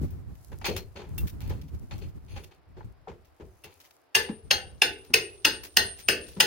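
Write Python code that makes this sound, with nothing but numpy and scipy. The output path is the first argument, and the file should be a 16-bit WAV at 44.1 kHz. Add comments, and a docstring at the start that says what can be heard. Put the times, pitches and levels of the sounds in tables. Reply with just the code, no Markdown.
"""A hammer drives a steel bar into stucco around a window: eight ringing blows, each rattling between
the house wall and a trailer parked alongside. Before the blows the bar is worked into the crust, which
crunches and sheds chips. The hollow wall thuds and shudders, loosened sand trickles down,
and a light wind buffets the microphone."""
import sys
import numpy as np
from scipy import signal
from scipy.fft import rfft, irfft, next_fast_len
from scipy.io import wavfile
from scipy.ndimage import map_coordinates

SR = 44100
rng = np.random.default_rng(int(sys.argv[2]) if len(sys.argv) > 2 else 0)


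def wav_record(signal):
    """Record a signal, one row per channel, as 16-bit PCM in the file named by sys.argv[1]."""
    frames = np.transpose(np.atleast_2d(signal))
    bounded = np.clip(frames, -1, 1)
    # unit amplitude maps onto the largest positive 16-bit level
    quanta = np.round(bounded * 32767).astype(np.int16)
    wavfile.write(sys.argv[1], SR, quanta)


N = 284886


def amp(db):
    """dB to gain."""
    return 10 ** (np.asarray(db) / 20)


def unit(x):
    """Scale to rms 1."""
    return x / np.sqrt(np.mean(x ** 2) + 1e-20)


def along(points, hz):
    """Interpolate (freq_hz, value) rows on a log axis."""
    freq_hz, values = np.transpose(points)
    return np.interp(np.log(hz + 1), np.log(freq_hz + 1), values)


def curve(rows):
    """Interpolate (time_s, value) rows per sample."""
    return np.interp(np.arange(N) / SR, *np.transpose(rows))


def wobble(rate_hz, size=N):
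    """Smooth random curve."""
    knots = rng.standard_normal(int(size * rate_hz / SR) + 4)
    return map_coordinates(knots, [np.arange(size) * rate_hz / SR])


def fade(t, t60_s, rise_s):
    """Quick rise, exponential decay."""
    return (1 - np.exp(-t / rise_s)) * np.exp(-np.log(1000) * t / t60_s)


def add(track, start_s, sound):
    """Mix sound into track."""
    i = max(round(start_s * SR), 0)
    track[:, i:i + sound.shape[1]] += sound[:, :max(N - i, 0)]


def filtered(x, response):
    """Zero-phase filter with gain response(hz)."""
    size = x.shape[-1]
    padded = next_fast_len(size + 4096)
    return irfft(rfft(x, padded) * response(np.fft.rfftfreq(padded, 1 / SR)), padded)[..., :size]


def colour(x, spectrum):
    """Shape by (freq_hz, gain_db) rows; rms 1."""
    return unit(filtered(x, lambda hz: amp(along(spectrum, hz))))


def resonate(x, peaks):
    """Shape by (freq_hz, width_hz, gain_db) resonances; rms 1."""
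    def response(f):
        return np.sqrt(sum(amp(db) ** 2 / (1 + (2 * (f - hz) / width_hz) ** 2) * np.minimum(f / hz, 1)
                           for hz, width_hz, db in peaks))
    return unit(filtered(x, response))


def noise(size, corr):
    """Stereo white noise with channel correlation corr."""
    angle = np.arccos(np.clip(corr, -1, 1)) / 2
    mid, side = rng.standard_normal((2, size)) * [[np.cos(angle)], [np.sin(angle)]]
    return np.array([mid + side, mid - side])


def grains(size, per_s, spread_db, corr, life_s=0.003):
    """Noise broken into tiny fractures of unequal strength."""
    starts = rng.random(size) < per_s / SR
    strength = amp(spread_db * np.clip(rng.standard_normal(size), -2, 2))
    power = signal.lfilter([1], [1, -np.exp(-1 / (life_s * SR))], starts * strength ** 2)
    return noise(size, corr) * np.sqrt(power)


def ring(t, modes, rise_s):
    """Free modes; reflections randomise strength, phase and flutter."""
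    hz, db, t60_s = np.transpose(modes)[:, :, None]
    strength = amp(db + 2 * rng.standard_normal(hz.shape))
    phase = 2 * np.pi * rng.random(hz.shape) + 0.5 * rng.standard_normal((2, len(modes), 1))
    knots = rng.standard_normal((2, len(modes), 64))
    flutter = np.array([[np.interp(t * 60, np.arange(len(k)), k) for k in channel] for channel in knots])
    tones = np.sin(2 * np.pi * hz * t + phase + flutter / np.pi)
    return np.sum(strength * fade(t, t60_s, rise_s) * tones, axis=1)


# Breeze strength: time_s, level_db
BREEZE_LEVEL = [(0, -26.5), (.2, -36), (.45, -48), (.6, -37.5), (.97, -55.5), (1.2, -30), (1.65, -36.5),
                (2.38, -41.5), (2.54, -66.5), (2.82, -42.5), (3.0, -60.5), (3.5, -74), (4.08, -93),
                (4.55, -40.5), (4.9, -59.5), (5.02, -59), (5.5, -59.5), (6.46, -51)]
# Buffeting at the microphone: freq_hz, gain_db
BUFFET_SPECTRUM = [(15, -22), (28, -6), (55, 4.5), (90, 4), (130, -2.5), (230, -13), (390, -19.5),
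                   (600, -33), (1200, -37), (3000, -51.5)]
# Outdoor air: freq_hz, gain_db
AIR_SPECTRUM = [(15, -64), (25, -43), (82, -26.5), (117, -25), (217, -44), (263, -22), (575, -24.5),
                (641, -21.5), (2410, -35.5), (3520, -41.5), (5200, -42), (8000, -79.5), (16000, -59)]


def wind(eddy_hz=24, eddy_db=5, port_db=1.5, air_db=-66):
    """Eddies, partly different at each microphone port, over quiet air."""
    shared = np.clip(wobble(eddy_hz), -2, 1)
    per_port = np.array([wobble(eddy_hz), wobble(eddy_hz)])
    eddies = amp(eddy_db * shared + port_db * per_port)
    buffet = amp(curve(BREEZE_LEVEL)) * unit(eddies * colour(noise(N, corr=-0.13), BUFFET_SPECTRUM))
    return buffet + amp(air_db) * colour(noise(N, corr=0.25), AIR_SPECTRUM)


# Dull contacts with wall and ground: start_s, level_db, pitch_hz, t60_s
THUMPS = [(.014, -21, 151, 0.14), (0.031, -26, 248, 0.11), (1.631, -34, 150, 0.22),
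          (2.806, -39, 860, 0.046), (2.844, -31.5, 111, 0.093), (3.072, -36, 766, 0.073),
          (4.295, -27.5, 215.3, 0.18), (5.1, -39.5, 237, 0.16), (6.369, -34.5, 198.4, 0.31)]


def thumps():
    """Blunt contacts: one low resonance in a puff of rumble."""
    out, t = np.zeros((2, N)), np.arange(SR // 2) / SR
    for start_s, level_db, hz, t60_s in THUMPS:
        puff = colour(noise(len(t), corr=0.12), [(hz / 4, -16), (hz, 0), (hz * 2, -12), (hz * 6, -55)])
        body = 0.97 * np.sin(2 * np.pi * hz * t) + 0.74 * puff
        add(out, start_s, amp(level_db) * body * fade(t, t60_s, 0.0022))
    return out


# Chips snapping off and landing: start_s, level_db, sparkle_db, t60_s
CHIPS = [(0.021, -61, -27, 0.56), (0.106, -56, 11, .015), (0.353, -57, -3, .02), (0.656, -32, -36, 0.2),
         (0.764, -29, -32, 0.076), (1.180, -35, 15, 0.044), (1.269, -45.5, 1, 0.15),
         (1.406, -35.5, -5, 0.011), (1.478, -43, 2, .006), (1.495, -45, -23, 0.056),
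         (1.615, -43.5, -29, 0.015), (1.682, -53, -8, 0.031), (1.744, -57.5, -18, 0.056),
         (1.84, -62, -5, .006), (1.982, -42, -13, 0.0082), (2.086, -53, -7, 0.032),
         (2.438, -43.5, -31, 0.04), (3.248, -61, -11, 0.11), (3.641, -45, -28, 0.077),
         (3.801, -53, -21, 0.12), (3.843, -51, -20, 0.097), (3.908, -51, -13, 0.028),
         (5.047, -52.5, -25.5, .08), (5.635, -37, -16, 0.1), (5.982, -44, -34, 0.18),
         (6.28, -50, -30, 0.24)]
# Grit: freq_hz, gain_db
GRIT_SPECTRUM = [(1200, -5), (2500, 2), (4000, -1.5), (6000, -2), (8000, -12), (15000, -5)]
# Top sparkle of grit: freq_hz, gain_db
SPARKLE_SPECTRUM = [(4000, -31.5), (9000, -13), (13000, -3), (16000, 5)]


def chips():
    """Each chip: a brittle crack, then a spray of crumbs."""
    def gritty(x, sparkle_db):
        return colour(x, GRIT_SPECTRUM) + amp(sparkle_db) * colour(x, SPARKLE_SPECTRUM)

    out, t = np.zeros((2, N)), np.arange(SR // 5) / SR
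    for start_s, level_db, sparkle_db, t60_s in CHIPS:
        crack = amp(0.5) * gritty(noise(len(t), corr=0.2), sparkle_db) * fade(t, 0.004, 0.0001)
        spray = gritty(grains(len(t), per_s=3600, spread_db=14.5, corr=0.31), sparkle_db)
        envelope = fade(t, t60_s, 0.00044) + amp(-16) * fade(t, 0.22, 0.0031)
        add(out, start_s, amp(level_db) * (crack + spray * envelope))
    return out


# Crackle strength: time_s, level_db
CRACKLE_LEVEL = [(0, -129), (.4, -63), (.87, -71.5), (1.0, -69), (1.5, -83), (1.95, -68), (2.18, -80),
                 (2.4, -66), (2.7, -86), (3.15, -80.5), (3.5, -73), (3.85, -66.5), (4.15, -84), (4.8, -78),
                 (5.5, -72), (6.46, -68)]
# Fine crackle: freq_hz, gain_db
CRACKLE_SPECTRUM = [(2000, -18), (5000, -3), (7000, -3), (8500, -5), (10500, 0), (13000, -3), (15700, -3)]


def crackle(ticks_per_s=17, tick_db=-4):
    """The crust crackles softly; single grains tick."""
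    fine = unit(grains(N, per_s=1000, spread_db=5.5, corr=0.1))
    ticks = unit((rng.random(N) < ticks_per_s / SR) * noise(N, corr=0.14))
    return amp(curve(CRACKLE_LEVEL)) * colour(fine + amp(tick_db) * ticks, CRACKLE_SPECTRUM)


# Prying knocks: start_s, level_db, thud_db, clink_db, t60_s, rise_s
KNOCKS = [(.517, -46, -1.5, -28, .14, 0.00087), (.613, -44.5, -17, -5, 0.12, 0.00083),
          (.643, -31.5, -10, 2.5, 0.28, 0.0015), (.68, -32.5, 7.5, 2, 0.062, 0.0014),
          (.763, -41, -3, 2, 0.12, 0.0015), (0.954, -44, 1, -1, 0.26, 0.00068),
          (0.985, -47.5, 8.5, -12, 0.41, 0.0023), (1.403, -58, -9, 0.5, 0.79, .001),
          (1.5, -41.5, 0.5, -8, 0.18, 0.0012), (1.908, -43, -10, -1, 0.19, 0.0023),
          (2.011, -54, 8, 5.5, .19, 0.0088), (2.272, -55.5, -16, 8.5, 0.45, 0.069),
          (2.358, -34, -14, -5, .14, 0.017), (2.394, -61.5, 13.5, -25, .09, .0024),
          (2.509, -58, -3, -1.5, 0.19, 0.0015), (2.766, -54.5, 8.5, -9, 0.28, 0.0031),
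          (2.805, -74, -4, -29, 0.12, .001), (3.075, -44, 5.5, -21, 0.21, 0.00086),
          (3.397, -52.5, 12, -30, 0.2, 0.00057), (3.639, -54.5, 5, 0.5, 0.4, 0.00076),
          (4.288, -37, -12, -38, 0.11, 0.0018), (5.096, -57, 6, -26, 0.29, 0.0019),
          (6.364, -42, 5, -19.5, .11, 0.0018)]
# Crunching crust: freq_hz, gain_db
CRUST_SPECTRUM = [(300, -44), (550, 7), (680, -3), (830, 12), (1150, -1.5), (1450, -1), (2600, -5.5),
                  (4500, -14.5), (7000, -19.5), (11000, -51)]
# Lightly scraped bar: freq_hz, width_hz, gain_db
CLINK_PEAKS = [(2306, 20, 8), (2530, 460, 6), (3220, 210, 2), (3590, 45, 5), (4267, 49, 8.5),
               (4744, 69, 3.5), (6330, 240, -4.5)]
# Hollow wall: freq_hz, gain_db
THUD_SPECTRUM = [(70, -29), (120, -2.5), (200, -1), (280, -10.5), (360, 5), (430, 1), (510, -4),
                 (750, -17.5), (1300, -61)]


def prying():
    """The bar levers on the crust: crunch, steel clink, wall thud."""
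    out, t = np.zeros((2, N)), np.arange(SR // 4) / SR
    for start_s, level_db, thud_db, clink_db, t60_s, rise_s in KNOCKS:
        crunch = colour(grains(len(t), per_s=1100, spread_db=5.5, corr=0.5), CRUST_SPECTRUM)
        slips = grains(len(t), per_s=900, spread_db=4, corr=0.4)
        clink = amp(clink_db) * resonate(slips, CLINK_PEAKS)
        thud = amp(thud_db) * colour(noise(len(t), corr=0.35), THUD_SPECTRUM) * fade(t, 0.33, 0.0041)
        add(out, start_s, amp(level_db) * ((crunch + clink) * fade(t, t60_s, rise_s) + thud))
    return out


# Shuddering wall: freq_hz, gain_db
SHUDDER_SPECTRUM = [(20, -13.5), (50, 5.5), (90, 11.5), (140, -9), (250, -16), (600, -43)]


def wall_shudder(knock_gain_db=-6, blow_gain_db=-31):
    """The wall rumbles after each knock and blow, in proportion to its force."""
    power, t = np.zeros((1, N)), np.arange(SR // 2) / SR
    envelope = fade(t, t60_s=0.66, rise_s=0.022)[None]
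    shoves = [(start_s, db + thud_db + knock_gain_db) for start_s, db, thud_db, *_ in KNOCKS]
    shoves += [(start_s, db + blow_gain_db) for start_s, db, *_ in BLOWS]
    for start_s, level_db in shoves:
        add(power, start_s, (amp(level_db) * envelope) ** 2)
    return np.sqrt(power) * colour(noise(N, corr=0.46), SHUDDER_SPECTRUM)


# Bar springing free: start_s, level_db
PINGS = [(.70, -41), (0.779, -43), (4.152, -27), (4.51, -16), (4.822, -24.5), (5.451, -31.5), (5.773, -24)]


def bar_pings(pitch_hz=4215, split_hz=35):
    """The freed bar rings in one bending mode, split by its uneven section."""
    out, t = np.zeros((2, N)), np.arange(SR // 2) / SR
    for start_s, level_db in PINGS:
        upper = amp(-9) * np.sin(2 * np.pi * ((pitch_hz + split_hz) * t + rng.random((2, 1))))
        lower = np.sin(2 * np.pi * (pitch_hz * t + rng.random()) + [[0], [0.7]])
        add(out, start_s, amp(level_db) * (lower + upper) * fade(t, 0.16, 0.008))
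    return out


# Hammer touching the bar: start_s, level_db
TAPS = [(.766, -37), (1.182, -41), (1.189, -50), (2.436, -54), (3.638, -45.5)]
# Tapped steel: freq_hz, gain_db, t60_s
TAP_MODES = [(2722, -1.5, 0.084), (3510, -6, 0.072), (5150, -13.5, .1), (6800, -42, 0.028),
             (10360, -8, .06), (13460, -13, 0.039), (15390, -23, 0.048)]


def taps():
    """Light steel-on-steel touches excite a few high, short modes."""
    out, t = np.zeros((2, N)), np.arange(SR // 8) / SR
    for start_s, level_db in TAPS:
        add(out, start_s, amp(level_db) * ring(t, TAP_MODES, rise_s=0.00023))
    return out


# Tip dragging along the edge: start_s, length_s, level_db
SCRATCHES = [(2.254, 0.21, -65.5), (3.362, 0.54, -78)]
# Squeaking bar: freq_hz, width_hz, gain_db
SQUEAK_PEAKS = [(6090, 60, 3), (6570, 47, 1), (10420, 47, 4.5), (13600, 140, -9), (16000, 110, 3)]


def scratches():
    """A swell of tiny slips over stucco excites the bar's high modes."""
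    out = np.zeros((2, N))
    for start_s, length_s, level_db in SCRATCHES:
        size = int(length_s * SR)
        squeak = resonate(grains(size, per_s=300, spread_db=4, corr=0.53), SQUEAK_PEAKS)
        add(out, start_s, amp(level_db) * squeak * np.sin(np.linspace(0, np.pi, size)))
    return out


# Blows: start_s, level_db, spit_db, echo_db, ring_db, crush_s, main_db, flank_db
BLOWS = [(4.149, -12.5, -13, 5.5, -28, 0.011, -3, -2), (4.508, -14.5, -34, 3.5, -24, 0.0097, 3, 4.5),
         (4.818, -13, -27.5, 5.5, -27.5, 0.0083, 4.5, 2.5), (5.138, -11.5, -4, 4, -29.5, .0099, 3, -9),
         (5.448, -10.5, -18.5, 5, -20, 0.0099, -4, -2.5), (5.769, -6, -4.5, 4.5, -25.5, 0.0073, -9.5, -5.5),
         (6.085, -11, -15, 6, -20, 0.007, 2, -9.5), (6.402, -11.5, -2, 3.5, -21, 0.011, 2, -2.5)]
# Bar damped by the wall: freq_hz, width_hz, gain_db
PRESSED_BAR_PEAKS = [(825, 87, -14), (1405, 37, -54), (1863, 660, -14.5), (2719, 227, 0), (3430, 310, -8),
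                     (4555, 54, -10), (5113, 116, -2.5), (6200, 265, -11.5), (8820, 260, -16.5),
                     (10330, 520, -24), (11940, 360, -23.5), (12800, 130, -30.5), (14670, 89, -20)]
# Bar, frame and wall ringing together: freq_hz, gain_db, t60_s
RING_MODES = [(392, -9, .5), (441, -9, .5), (500, -13, .4), (866, -5, .3), (1512, -7, .3), (1744, -3, .32),
              (1868, -8, .24), (1991, -6, .22), (2121, -7, .25), (2530, -4, .27), (2612, -3, .2),
              (2784, -3, .15), (2858, -5, .2), (3235, -7, .22), (3590, -4, .25), (2934, -5, .17),
              (4196, -3, .26), (4581, -1, .23), (4700, 0, .25), (5150, -4, .2), (6180, -7, .18),
              (6303, -10, .17), (6578, -6, .19), (8301, -12, .22), (8885, -5, .2), (10045, -13, .15),
              (10820, -18, .2), (11848, -17, .18), (15353, -6, .17), (15730, -9, .18)]


def hammer_blows():
    """Each blow crushes stucco under the bar; bar, wall and yard ring on."""
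    out, t = np.zeros((2, N)), np.arange(SR * 2 // 5) / SR
    for start_s, level_db, spit_db, echo_db, ring_db, crush_s, main_db, flank_db in BLOWS:
        # Force builds as the tip bites, drops as the crust yields.
        force = (1 - np.exp(-(t / 0.0025) ** 2)) / (1 + (t / crush_s) ** 8)
        pressed_bar = resonate(noise(len(t), corr=0.73), PRESSED_BAR_PEAKS)
        crush = unit(force * pressed_bar) * np.sqrt(np.mean(force ** 2))
        spit = amp(spit_db) * colour(noise(len(t), corr=0.1), SPARKLE_SPECTRUM) * fade(t, 0.041, 0.001)
        thud = amp(-18) * colour(noise(len(t), corr=0.63), THUD_SPECTRUM) * fade(t, 0.25, 0.05)
        steel = amp(ring_db) * ring(t, RING_MODES, rise_s=0.013)
        blow = crush + spit + thud + steel + amp(echo_db) * yard_echo(crush)
        add(out, start_s - 0.0015, amp(level_db) * strike_point(blow, main_db, flank_db))
        # A faint noise leads into each blow and softens its onset.
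        lead_in = resonate(noise(len(t), corr=0.7), PRESSED_BAR_PEAKS) * fade(t, 0.089, 0.0015)
        add(out, start_s - 0.004, amp(level_db - 23) * lead_in)
    return out


def strike_point(x, main_db, flank_db, main_hz=2630, flanks_hz=(800, 3480)):
    """Where the hammer lands weights the bar's main mode and the two flanking it."""
    def band(f, hz):
        return np.exp(-((f / hz - 1) / 0.11) ** 2)

    def response(f):
        return amp(main_db * band(f, main_hz) + flank_db * sum(band(f, hz) for hz in flanks_hz))
    return filtered(x, response)


# Yard decay: freq_hz, t60_s
YARD_DECAY = [(100, 0.4), (420, 0.63), (1000, 0.26), (2800, 0.31), (6000, 0.22), (10000, 0.17),
              (16000, 0.19)]
# Yard reflections: freq_hz, gain_db
YARD_SPECTRUM = [(100, 9.5), (400, 14.5), (650, 0.5), (1000, -0.5), (1600, 2), (2700, -13.5), (4300, 0),
                 (5200, -10.5), (6400, -6.5), (7400, -6), (11000, -1.5), (16000, 3.5)]


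def yard_echo(x):
    """Dense reflections between wall and trailer, peaking at the ring modes; treble dies first."""
    def response(f):
        peaks = sum(1 / (1 + ((f - mode_hz) / (8 + mode_hz / 300)) ** 2) for mode_hz, *_ in RING_MODES)
        return amp(along(YARD_SPECTRUM, f)) * np.sqrt(0.45 + 2.2 * peaks)

    size = x.shape[1]
    hz, time_s, bins = signal.stft(noise(size, corr=0.55), SR, nperseg=256)
    decay = np.exp(-np.log(1000) * time_s / along(YARD_DECAY, hz)[:, None])
    tail = signal.istft(bins * decay, SR, nperseg=256)[1][:, :size]
    tail = filtered(tail / np.linalg.norm(tail[0]), response)
    return signal.fftconvolve(x, tail, axes=1)[:, :size]


# Window frame: freq_hz, width_hz, gain_db
FRAME_PEAKS = [(822, 62, 2), (1060, 130, -13.5)]


def frame_knocks():
    """Blows pass through the stucco to the frame, harder with strong flanking modes."""
    out, t = np.zeros((2, N)), np.arange(SR // 5) / SR
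    for start_s, level_db, *_, flank_db in BLOWS:
        knock = resonate(noise(len(t), corr=0.1), FRAME_PEAKS) * fade(t, 0.12, 0.0012)
        add(out, start_s, amp(level_db + flank_db - 18) * knock)
    return out


def hammer_note(pitch_hz=8909, turn_hz=1.14, base_db=-45.5, db_per_blow_db=1.94):
    """The head sings one thin note; its level flutters and dips as it turns on the backswing."""
    out, t = np.zeros((2, N)), np.arange(SR // 2) / SR
    mean_blow_db = np.mean([db for _, db, *_ in BLOWS])
    beam = np.cos(2 * np.pi * turn_hz * (t - 0.11) + [[0], [0.4]]) + 0.3j
    for start_s, blow_db, *_ in BLOWS:
        flutter = 0.99 * np.array([wobble(31, len(t)) + 1j * wobble(35, len(t)) for _ in range(2)])
        note = np.real((beam + flutter) * np.exp(2j * np.pi * (pitch_hz * t + rng.random())))
        level_db = base_db + db_per_blow_db * (blow_db - mean_blow_db)
        add(out, start_s, amp(level_db) * note * fade(t, 1.01, 0.001))
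    return out


# Trickling sand and crumbs: freq_hz, gain_db
SAND_SPECTRUM = [(1200, -30), (2500, -3), (4000, 0), (6000, -4), (8000, -16), (11000, -18), (15000, -22)]


def sand_showers(fall_s=0.11, log_spread=0.79, first_db=-72, step_db=2):
    """Each blow loosens more sand than the last; it lands a moment later."""
    power, t = np.zeros((1, N)), np.arange(1, SR) / SR
    shower = np.exp(-(np.log(t / fall_s) / log_spread) ** 2 / 2)[None]
    for k, (start_s, *_) in enumerate(BLOWS):
        add(power, start_s, amp(first_db + step_db * k) ** 2 * shower)
    return np.sqrt(power) * colour(grains(N, per_s=500, spread_db=5, corr=0.3), SAND_SPECTRUM)


# Stereo width: freq_hz, side_gain_db
STEREO_WIDTH = [(100, -4.5), (300, -12.5), (1100, 5), (2600, 0.5), (5000, 3.5), (10000, 3.5)]


def scene():
    """The work sits slightly left, spread wide by the nearby wall."""
    work = hammer_blows() + frame_knocks() + hammer_note() + bar_pings() + prying() + scratches()
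    left, right = work + taps() + chips() + sand_showers() + crackle() + thumps()
    mid = (left + right) / 2
    side = filtered((left - right) / 2, lambda hz: amp(along(STEREO_WIDTH, hz)))
    return np.array([mid + side, mid - side]) * amp([[0.9], [-0.9]]) + wall_shudder() + wind()


def record(dry, cutoff_hz=16000):
    """Soft clip, then steep low-pass."""
    rounded = dry / (1 + np.abs(dry) ** 6) ** (1 / 6)
    return filtered(rounded, lambda hz: 1 / np.sqrt(1 + (hz / cutoff_hz) ** 160))


dry = scene()
out = record(dry)
wav_record(out)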